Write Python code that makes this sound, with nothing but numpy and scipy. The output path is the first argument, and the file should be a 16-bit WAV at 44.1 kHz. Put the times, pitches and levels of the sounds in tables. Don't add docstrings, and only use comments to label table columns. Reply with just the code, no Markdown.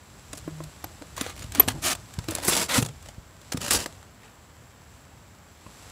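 import sys
import numpy as np
from scipy import signal
from scipy.io import wavfile
from scipy.ndimage import uniform_filter1d

SR = 44100
rng = np.random.default_rng(int(sys.argv[2]) if len(sys.argv) > 2 else 0)


def wav_out(sig):
    wavfile.write(sys.argv[1], SR, np.round(np.clip(np.atleast_2d(sig).T, -1, 1) * 32767).astype(np.int16))


N = 260939

# (start [s], length [s], level [dB], attack [s], release [s], swell [dB], hollow body [dB],
# hiss share [dB], hiss tilt [dB/octave], unevenness [dB], pitch of rasp and hollow [ratio])
STROKES = [ (0.346, .09, -46, .01, 0.051, -9, -12, 0, -5, 8, 1),
           (1.164, .19, -39, 0.0063, 0.051, -1, -11.5, -5, -5, 1, 0.82),
           (1.349, 0.15, -46, 0.038, 0.035, -8, -7.5, -3.5, -2.5, 5.5, 1.01),
           (1.529, 0.14, -38.5, 0.044, 0.033, -7, -2.5, -7, 5, -0.5, 1.08),
           (1.676, 0.056, -36, 0.0036, 0.0099, -17, -6.5, -4.5, 0, 2, 0.91),
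           (1.733, 0.091, -57.5, 0.024, 0.047, -1, 20.5, -13, -2, 3, 0.53),
           (1.816, .13, -24, 0.046, 0.015, -6, -12, -2.5, -1, -1, 1.06),
           (2.281, 0.17, -40, 0.0031, 0.042, 3, -0.5, -5.5, -1, 4, 1),
           (2.415, 0.063, -33.5, 0.013, 0.0054, 9, -5.5, -2.5, 6, 3, 1.52),
           (2.473, .04, -19.5, 0.01, 0.015, -8, -9.5, 3, 3.5, 0.5, 0.97),
           (2.49, .2, -25, 0.018, .06, -1, -10, -1.56, -3.5, 2, 0.98),
           (2.682, .142, -22.5, 0.011, .045, 13, -12, -3.5, -2.5, 1, 0.86),
           (2.801, 0.12, -49, 0.0056, 0.033, -35, 2.5, 0, 5, 8, 0.71),
           (3.604, 0.26, -32.5, .004, .03, -1.5, -9.5, -2, -5, 3.5, 0.96),
           (3.706, 0.091, -20.5, 0.0031, 0.041, 3.5, -20.5, -0.5, -6, 1, 1.05),
           (4.183, .2, -54.5, .06, 0.1, -1, -9, -10, -2, 3, 0.74)]
# (frequency [Hz], level [dB])
HOLLOW_SPECTRUM = [(60, -29), (130, -10.5), (270, 2), (420, -8.5), (620, -1), (900, -14.5), (1500, -15),
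                   (4000, -55.5)]


def stroke(start, length, db, attack, release, swell_db, hollow_db, hiss_db, tilt, uneven_db, pitch):
    # (frequency [Hz], level [dB])
    rasp_spectrum = [(350, -19), (600, -10), (1050, 4.5), (1500, 3), (2000, 1.5), (2700, 4), (3800, -0.5),
                     (4800, -0.5), (6000, -8.5), (9000, -45.5)]
    hiss_spectrum = [(2500, -22.5), (4200, -6), (5300, -4), (6400, -2), (7800, 0), (8900, -3),
                     (10000, -1.5), (12000, -7), (15500, -12.5)]
    t = np.arange(0, length, 1 / SR)
    pressure_db = swell_db * (t / length - .5)
    clumps = amp(uneven_db * unit(uniform_filter1d(noise(len(t)), size=180)))
    drives = [reflect(slips(len(t), per_s=6000, spread_db=1.5, smooth=1.55) * clumps) for _ in range(3)]
    rasp = colour(drives[0], [(hz * pitch, level) for hz, level in rasp_spectrum])
    hiss = colour(drives[1], hiss_spectrum, tilt)
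    hollow = colour(drives[2], [(hz * pitch, level) for hz, level in HOLLOW_SPECTRUM])
    hiss_share = np.clip(amp(hiss_db + .38 * pressure_db), 0, .97)
    scrape = hiss_share * hiss + np.sqrt(1 - hiss_share ** 2) * rasp
    sound = amp(-1) * scrape + amp(hollow_db + .5) * hollow
    return start, amp(db + pressure_db) * envelope(t, length, attack, release) * sound


def crackle(start, db, tilt, lead_s=.003, lead_db=-12, rise_s=.00023, t60=.025):
    # (frequency [Hz], level [dB])
    crease_spectrum = [(150, -19), (500, 3.5), (1200, 0.5), (2400, 1), (3800, 2), (5500, 1.5), (7800, 5),
                       (10500, -0.5), (13000, -8), (15500, -4.5)]
    t = np.arange(4096) / SR
    free_s = np.maximum(t - lead_s, 0)
    giving = amp(lead_db) * np.minimum(t / lead_s, 1)
    shape = (giving + 1 - np.exp(-free_s / rise_s)) * decay(free_s, t60)
    flurry = slips(len(t), per_s=4000, spread_db=-6, smooth=.78) * shape
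    burst = colour(reflect(flurry), crease_spectrum, tilt)
    return start - lead_s, amp(db - 2) * burst * np.sqrt(np.mean(shape ** 2)) / shape.max()


def shed_crackles(per_s=16, tries=8, above_stroke_db=3):
    for start, length, db, attack, release, swell_db, _, hiss_db, *_ in STROKES:
        for place, chance in rng.random((tries, 2)):
            if chance < per_s * length / tries:
                delay = attack + place * (length - attack - release)
                stroke_db = db + swell_db * (delay / length - .5)
                yield start + delay, stroke_db + above_stroke_db, .42 * hiss_db


def snap(start, db, hold_s, rise_s=.00019, flicker=.087):
    # (frequency [Hz], level [dB], t60 [s])
    ping_tones = [(11925, 0, .014), (11890, -33, .085), (12280, -25, .02), (8290, -28, .035),
                  (3213, -26, .02), (2526, -25, .02), (2258, -25, .02), (1998, -23, .023), (1032, -20, .03),
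                  (409, -21, .04)]
    t = np.arange(SR // 6) / SR
    after_hold_s = np.maximum(t - hold_s, 0)
    ring = sum(amp(level) * decay(after_hold_s, t60) * np.sin(2 * np.pi * hz * t)
               for hz, level, t60 in ping_tones)
    uneven = 1 + flicker * unit(uniform_filter1d(noise(len(t)), size=50))
    return start, amp(db) * ring * uneven * (1 - np.exp(-t / rise_s))


def knock(start, db, hardness, lowest_hz, rise_s=.00038, scatter_db=6.5):
    # (frequency [Hz], level [dB], base t60 [s])
    box_modes = [(300, 3.5, 0.061), (466, -12.5, 0.033), (634, -8, 0.045), (790, -32.5, 0.012),
                 (1045, -2.5, 0.035), (1220, -10, 0.024), (2022, -12.5, 0.019), (2586, -17, 0.026),
                 (3220, -25.5, 0.026)]
    t = np.arange(SR // 5) / SR
    hz, level, t60 = np.array(box_modes, float).T[:, :, None]
    hz[0] = lowest_hz
    t60 *= .85 * .5 ** (hardness / 8.6)
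    mode_db = level + scatter_db * noise(hz.shape) + hardness * np.log2(hz / lowest_hz)
    gains = amp(mode_db) * rng.choice([-1, 1], hz.shape)
    ring = (gains * decay(t, t60) * np.sin(2 * np.pi * hz * t)).sum(0)
    ring /= np.std(ring[:SR // 200])
    scuff = amp(-9) * colour(noise(len(t)), HOLLOW_SPECTRUM, hardness + 5) * decay(t, t60=.06)
    return start, amp(db) * (ring + scuff) * (1 - np.exp(-t / rise_s))


def bump(start, db, hz, t60, rise_s=.0034):
    t = np.arange(SR // 3) / SR
    thud = np.sin(2 * np.pi * hz * t) * (1 - np.exp(-t / rise_s)) * decay(t, t60)
    return start, amp(db) * thud / abs(thud).max()


def judder(start, length, db, base_hz=157.5, drop_hz=22, settle_s=.017, sag_hz_per_s=22):
    t = np.arange(0, length, 1 / SR)
    hz = base_hz + drop_hz * np.exp(-t / settle_s) - sag_hz_per_s * t
    phase = 2 * np.pi * np.cumsum(hz) / SR
    tone = np.sin(phase) + amp(-25) * (np.sin(2 * phase) + np.sin(3 * phase))
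    return start, amp(db) * envelope(t, length, attack=.018, release=.072) * tone


def squeak(start, length, db, hz, width_hz):
    whistle = unit(bandpass(noise(round(length * SR)), hz - width_hz / 2, hz + width_hz / 2))
    return start, amp(db) * whistle * signal.windows.tukey(len(whistle), .5)


def reflect(x, strength=.14, count=6):
    taps = np.zeros(SR // 250)
    taps[rng.integers(len(taps) // 10, len(taps), count)] = strength * rng.choice([-1, 1], count)
    taps[0] = 1
    return signal.lfilter(taps, 1, x)


def room(x, low_t60=.28, high_t60=.225, wet_db=-22, echoes_per_s=3000):
    t = np.arange(SR // 2) / SR
    echoes = noise(len(t)) * (rng.random(len(t)) < echoes_per_s / SR) * (t > .004)
    low = signal.sosfilt(signal.butter(2, 1500, fs=SR, output="sos"), echoes)
    high = bandpass(echoes, 1500, 7000)
    tail = low * decay(t, low_t60) + .5 * high * decay(t, high_t60)
    return amp(wet_db) * signal.fftconvolve(x, tail / np.linalg.norm(tail))[:N]


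def arm_motion(still_sleeve_db=-58, still_grip_db=-56.5):
    # (peak time [s], half width [s], sleeve swish [dB], grip rumble [dB])
    moves = [(.55, 0.41, -50, -49.5), (1.2, .35, -51.5, -49), (1.7, 0.23, -48, -42),
             (2.45, 0.43, -47.5, -48), (3.07, 0.045, -52, -45.5), (3.718, 0.18, -45.5, -47),
             (4.95, 0.067, -59, -61), (5.92, 0.2, -47, -55.5)]
    t = np.arange(N) / SR
    power = amp([[still_sleeve_db], [still_grip_db]]) ** 2
    for peak, width, sleeve_db, grip_db in moves:
        swell = np.exp(-.5 * ((t - peak) / width) ** 2)
        power = power + (amp([[sleeve_db], [grip_db]]) * swell) ** 2
    return np.sqrt(power)


def background(air_db=-53, port_band_hz=(7200, 8100)):
    # (frequency [Hz], level [dB])
    cloth_spectrum = [(200, -4.5), (600, 4), (1200, 2), (2500, -1), (5000, -1.5), (7500, -2), (9500, -6.5),
                      (12000, -9.5), (15500, -23)]
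    grip_spectrum = [(20, -49.5), (33, -16.5), (50, -3), (88, -4.5), (130, -8.5), (190, -15), (400, -27.5),
                     (1000, -64.5)]
    air_spectrum = [(25, -55.5), (45, -15.5), (89, 0.5), (130, -7.5), (246, -11.5), (359, -15),
                    (970, -15.5), (1620, -19), (3720, -29), (5730, -31.5), (7500, -27.5), (8800, -38.5),
                    (15500, -34.5)]
    swish, rumble = arm_motion()
    air = amp(air_db) * colour(noise(N), air_spectrum)
    sleeve = swish * amp(-3) * colour(slips(N, per_s=2800, spread_db=6, smooth=1.6), cloth_spectrum)
    grip = rumble * colour(noise(N), grip_spectrum)
    quiet = air + sleeve + grip
    return quiet + amp(-1) * bandpass(quiet, *port_band_hz)


def slips(count, per_s, spread_db, smooth):
    sizes = amp(spread_db * np.minimum(rng.exponential(1, count), 3.5))
    releases = noise(count) * sizes * (rng.random(count) < per_s / SR)
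    return unit(releases) + smooth * noise(count)


def colour(x, spectrum, tilt=0):
    hz = abs(np.fft.fftfreq(4096, 1 / SR)) + 1
    point_hz, point_db = np.transpose(spectrum)
    octaves = np.log2(np.clip(hz, 500, 11000) / 4000)
    gain_db = np.interp(np.log(hz), np.log(point_hz), point_db) + tilt * octaves
    response = np.exp(np.conj(signal.hilbert(np.log(amp(gain_db)))))
    taps = np.fft.ifft(response).real[:len(hz) // 2]
    return unit(signal.oaconvolve(x, taps)[:len(x)])


def bandpass(x, low_hz, high_hz):
    return signal.sosfilt(signal.butter(2, [low_hz, high_hz], "band", fs=SR, output="sos"), x)


def envelope(t, length, attack, release):
    return np.clip(t / attack, 0, 1) * np.clip((length - t) / release, 0, 1) ** 2


def decay(t, t60):
    return amp(-60 * t / t60)


def noise(count):
    return rng.standard_normal(count)


def amp(db):
    return 10 ** (np.asarray(db) / 20)


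def unit(x):
    return x / np.sqrt(np.mean(x ** 2) + 1e-20)


def add(mix, start, sound):
    part = mix[max(round(start * SR), 0):][:len(sound)]
    part += sound[:len(part)]


def scene():
    # (time [s], level [dB], tilt [dB/octave])
    crackles = [(0.3311, -27, -2), (.375, -38, 1), (0.6374, -35.5, 0.5), (0.842, -27.5, -4),
                (1.0216, -33.5, -5), (1.1657, -32, 1), (1.1787, -28, -2.5), (1.2106, -18.5, -2.5),
                (1.264, -25.5, -5), (1.4222, -33.5, -3.5), (1.5209, -30, -0.5), (1.5494, -22.5, -.5),
                (1.5554, -26.5, -3.5), (1.5973, -15.5, -3), (1.6846, -13, -1.5), (1.9505, -27.5, 0),
                (2.138, -36, -1), (2.1889, -28.5, -4), (2.2408, -37, -3), (2.2852, -25, -0.5),
                (2.3087, -24.5, 2), (2.3511, -17, 4), (2.3835, -25.5, -4.5), (2.4498, -20.5, 10),
                (2.5227, -20, -2.5), (2.5661, -16.5, -1.5), (2.825, -19.5, -1), (2.8489, -29, -0.5),
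                (2.8609, -27, -1.5), (2.8873, -34, -4), (3.026, -42, 0), (3.0589, -39, -3),
                (3.0869, -33.5, -3.5), (3.4146, -42.5, -2), (3.5214, -19.5, -2.5), (3.5334, -27.5, -1),
                (3.5718, -24.5, -2), (3.708, -11, -0.5), (3.7334, -14, 9), (3.8601, -23, -4),
                (4.028, -43, -4.5), (5.665, -42, -11)]
    # (time [s], level [dB], hold time [s])
    snaps = [(0.8424, -26.5, 0.00066), (1.5972, -3.5, 0.0078)]
    # (time [s], level [dB], hardness [dB/octave], lowest mode [Hz])
    knocks = [(0.332, -35, -0.5, 286), (0.477, -28.5, 1, 310), (0.604, -34, -0.5, 330),
              (0.84, -36, -0.5, 317), (1.015, -39.5, -5, 293), (1.178, -31, 6, 324), (1.213, -24, 8, 268),
              (1.6, -20, 8, 420), (1.678, -26.5, -4.5, 255), (2.285, -26.5, -3.5, 324),
              (2.483, -19, 2, 398), (2.782, -23.5, -9, 270), (3.545, -26.5, -5.5, 250),
              (3.86, -31, 8.5, 288.6), (5.664, -39, -1, 214)]
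    # (time [s], peak level [dB], frequency [Hz], t60 [s])
    bumps = [(1.443, -28.5, 102, 0.035), (1.582, -23.5, 254, 0.076), (1.676, -26.5, 105.5, 0.1),
             (2.184, -18.5, 117, 0.022), (2.285, -32, 93, 0.13), (2.779, -17.5, 125, 0.13),
             (2.779, -18, 233, 0.1), (2.822, -19, 133.4, 0.071), (2.886, -37, 141, .2),
             (3.181, -28, 102, 0.012), (3.545, -22.5, 170.3, 0.029), (3.577, -27, 119, 0.027)]
    # (time [s], length [s], level [dB], frequency [Hz], bandwidth [Hz])
    squeaks = [(1.418, 0.017, -45, 7000, 300), (2.521, 0.0184, -26.5, 3570, 330)]
    box, quiet = np.zeros(N), background()
    for source, events in ((knock, knocks), (bump, bumps), (snap, snaps), (crackle, crackles),
                           (stroke, STROKES), (squeak, squeaks), (crackle, shed_crackles())):
        for event in list(events):
            add(box, *source(*event))
    add(box, *judder(start=.445, length=.27, db=-39))
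    return (box + room(box) + quiet)[None]


def record(dry, bass_cut_hz=42, ceiling=.87, treble_cut_hz=15650):
    thinned = signal.sosfilt(signal.butter(3, bass_cut_hz, "high", fs=SR, output="sos"), dry)
    clipped = np.clip(thinned, -ceiling, ceiling)
    lowpass = signal.firwin(401, treble_cut_hz, window=("kaiser", 8), fs=SR)
    return signal.oaconvolve(clipped, lowpass[None], "same")


dry = scene()
out = record(dry)
wav_out(out)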